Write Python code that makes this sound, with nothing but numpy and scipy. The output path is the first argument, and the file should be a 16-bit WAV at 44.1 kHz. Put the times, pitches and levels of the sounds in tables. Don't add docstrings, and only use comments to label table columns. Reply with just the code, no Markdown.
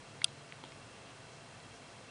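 import sys
import numpy as np
from scipy import signal
from scipy.fft import rfft, irfft
from scipy.io import wavfile

SR = 44100
rng = np.random.default_rng(int(sys.argv[2]) if len(sys.argv) > 2 else 0)


def generate_wav(signal):
    frames = np.transpose(np.atleast_2d(signal))
    scaled = np.clip(frames, -1, 1) * 32767
    pcm = np.round(scaled).astype(np.int16)
    wavfile.write(sys.argv[1], SR, pcm)


N = 92610

# start in seconds, strength in dB.
TONGUE_SNAPS = [(0.2424, -28), (0.2432, -36), (0.2442, -10), (0.2463, -32)]
# pitch in Hz, relative level in dB, ring time in seconds.
# A ring time is how long a tone takes to fade by 60 dB.
MOUTH_TONES = [(2810, -13, .010), (3230, -11, 0.013), (3520, -2.5, 0.0095), (4470, -11, 0.0081),
               (4720, -13.5, 0.012), (5000, -24, 0.0061), (6080, -22, 0.014), (7300, -23, 0.0045),
               (7850, -29, 0.0055), (8130, -14, 0.0097), (8760, -11.5, 0.009), (8800, -19.5, 0.0055),
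               (9540, -11.5, 0.0077)]
# start in seconds, strength in dB, pitch in Hz, ring time in seconds.
SALIVA_TICKS = [(0.2175, -36, 4000, .003), (0.2202, -39, 3700, .003), (0.2465, -38.5, 1380, 0.028),
                (0.2815, -41, 3780, .008), (0.5237, -27, 2200, 0.0027), (0.6387, -41, 3180, 0.013),
                (0.6502, -39, 3220, .007), (0.7208, -44.5, 2140, 0.013), (0.721, -34.5, 5000, .004),
                (1.107, -44, 2800, 0.0065), (1.602, -41, 4200, .004)]
# start in seconds, strength in dB.
JAW_TAPS = [(0.6387, -33.5), (0.6409, -40.5)]
# pitch in Hz, relative level in dB, ring time in seconds.
JAW_TONES = [(350, -7, 0.015), (860, 0, .006), (2600, -1, .001)]
# middle of the stroke in seconds, length in seconds, level in dB, centre pitch in Hz.
FUR_STROKES = [(0.664, .12, -63, 3200), (0.962, 0.07, -63.5, 2750), (1.084, .09, -64, 2750),
               (1.355, 0.073, -66.5, 5700), (1.764, 0.082, -66.5, 5400), (1.9, 0.053, -68, 5000),
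               (2.048, 0.034, -64, 2600)]
# frequency in Hz, relative level in dB.
AIR_SPECTRUM = [(20, -28), (42, -18), (56, -14), (74, -14.5), (108, 0.5), (145, -4), (175, -6.5),
                (320, -8.5), (600, -9), (1000, -10), (1700, -13), (2500, -15.5), (3700, -19.5),
                (5000, -19.5), (7000, -22.5), (10000, -24)]
# pitch in Hz, width in Hz, level in dB.
DRONE_BANDS = [(56.7, 7.3, -79), (114.4, 34, -66), (234.4, 16, -78), (267.4, 6.8, -71), (457, 16, -71.5),
               (525.6, 25, -69.5), (674.5, 20, -66.5), (1173, 37, -73.5), (1510, 5.7, -78.5),
               (2215, 10, -76), (2700, 37, -69), (3250, 47, -71), (4087, 63, -71.5), (7700, 41, -85)]
# time in seconds, level in dB.
HUM_LEVELS = [(0, -70), (0.3, -60), (0.45, -63.5), (0.78, -62), (0.9, -70), (2.1, -73)]


def tongue_smack():
    snaps = clicks(TONGUE_SNAPS)
    mouth = sum(from_db(db) * ring(snaps, hz, ring_s) for hz, db, ring_s in MOUTH_TONES)
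    return keep_band(mouth, hz=2560, kind="high", order=10)


def lip_pop():
    start_s, attack_s, ring_s = 0.2174, 0.00027, 0.016
    from_hz, to_hz, glide_s = 860, 2220, 0.00061
    age = np.maximum(np.arange(N) / SR - start_s, 0)
    hz = to_hz + (from_hz - to_hz) * np.exp(-age / glide_s)
    phase = 2 * np.pi * np.cumsum(hz * (age > 0)) / SR
    tone = np.sin(phase) + from_db(-12) * np.sin(2 * phase)
    rise = 1 - np.exp(-age / attack_s)
    fade = from_db(-60 * age / ring_s)
    flutter = 1 + 0.28 * unit_level(keep_band(rng.standard_normal(N), hz=890, kind="low"))
    return keep_band(from_db(-27) * rise * fade * flutter * tone, hz=890, kind="high")


def saliva_ticks():
    rings = sum(ring(clicks([(s, db)]), hz, ring_s) for s, db, hz, ring_s in SALIVA_TICKS)
    without_bass = keep_band(rings, hz=1100, kind="high")
    return keep_band(without_bass, hz=4020, kind="low", order=4)


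def jaw_taps():
    taps = clicks(JAW_TAPS)
    rings = sum(from_db(db) * ring(taps, hz, ring_s) for hz, db, ring_s in JAW_TONES)
    return keep_band(rings, hz=3600, kind="low", order=4)


def fur_licks():
    flicks_per_s, width_octaves = 4000, 0.5
    edge_ratio = 2 ** (width_octaves / 2)
    t, out = np.arange(N) / SR, np.zeros(N)
    for middle_s, length_s, db, hz in FUR_STROKES:
        flicks = (rng.random(N) < flicks_per_s / SR) * rng.standard_normal(N) + 1e-18
        band = signal.butter(2, [hz / edge_ratio, hz * edge_ratio], "band", fs=SR, output="sos")
        rustle = unit_level(signal.sosfilt(band, flicks))
        swell = np.exp(-(2 * (t - middle_s) / length_s) ** 2)
        out += from_db(db) * swell * rustle
    return out


def room_air():
    out = from_db(-54) * shape_spectrum(rng.standard_normal(N), AIR_SPECTRUM)
    for hz, width_hz, db in DRONE_BANDS:
        ring_s = np.log(1000) / (np.pi * width_hz)
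        tone = ring(rng.standard_normal(N + SR), hz, ring_s)[SR:]
        out += from_db(db) * unit_level(tone)
    return out


def room_hum(hz=141):
    t = np.arange(N) / SR
    times, db = np.transpose(HUM_LEVELS)
    return from_db(np.interp(t, times, db)) * np.sqrt(2) * np.sin(2 * np.pi * hz * t)


def from_db(db):
    return 10 ** (np.asarray(db) / 20)


def unit_level(x):
    return x / np.sqrt(np.mean(x ** 2) + 1e-20)


def clicks(rows):
    out = np.zeros(N) + 1e-18
    for start_s, db in rows:
        out[int(start_s * SR)] += from_db(db)
    return out


def ring(x, hz, ring_s):
    decay = from_db(-60 / (ring_s * SR))
    phase_step = 2 * np.pi * hz / SR
    return signal.lfilter([.5, 0, -.5], [1, -2 * decay * np.cos(phase_step), decay * decay], x)


def keep_band(x, hz, kind, order=2):
    return signal.sosfilt(signal.butter(order, hz, kind, fs=SR, output="sos"), x)


def shape_spectrum(x, spectrum):
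    hz, db = np.transpose(spectrum)
    all_hz = np.maximum(np.fft.rfftfreq(N, 1 / SR), 1)
    gain = from_db(np.interp(np.log(all_hz), np.log(hz), db))
    return unit_level(irfft(rfft(x) * gain, N))


def scene():
    room = room_air() + room_hum()
    mono = room + fur_licks() + tongue_smack() + lip_pop() + saliva_ticks() + jaw_taps()
    return np.array([mono, mono])


def record(dry):
    cutoff_hz, edge_width_hz = 10100, 400
    hz = np.fft.rfftfreq(2 * N, 1 / SR)
    across_edge = np.clip((hz - cutoff_hz) / edge_width_hz, -.5, .5)
    gain = (.5 - .5 * np.sin(np.pi * across_edge)) ** 2
    return irfft(rfft(dry, 2 * N) * gain, 2 * N)[:, :N]


dry = scene()
out = record(dry)
generate_wav(out)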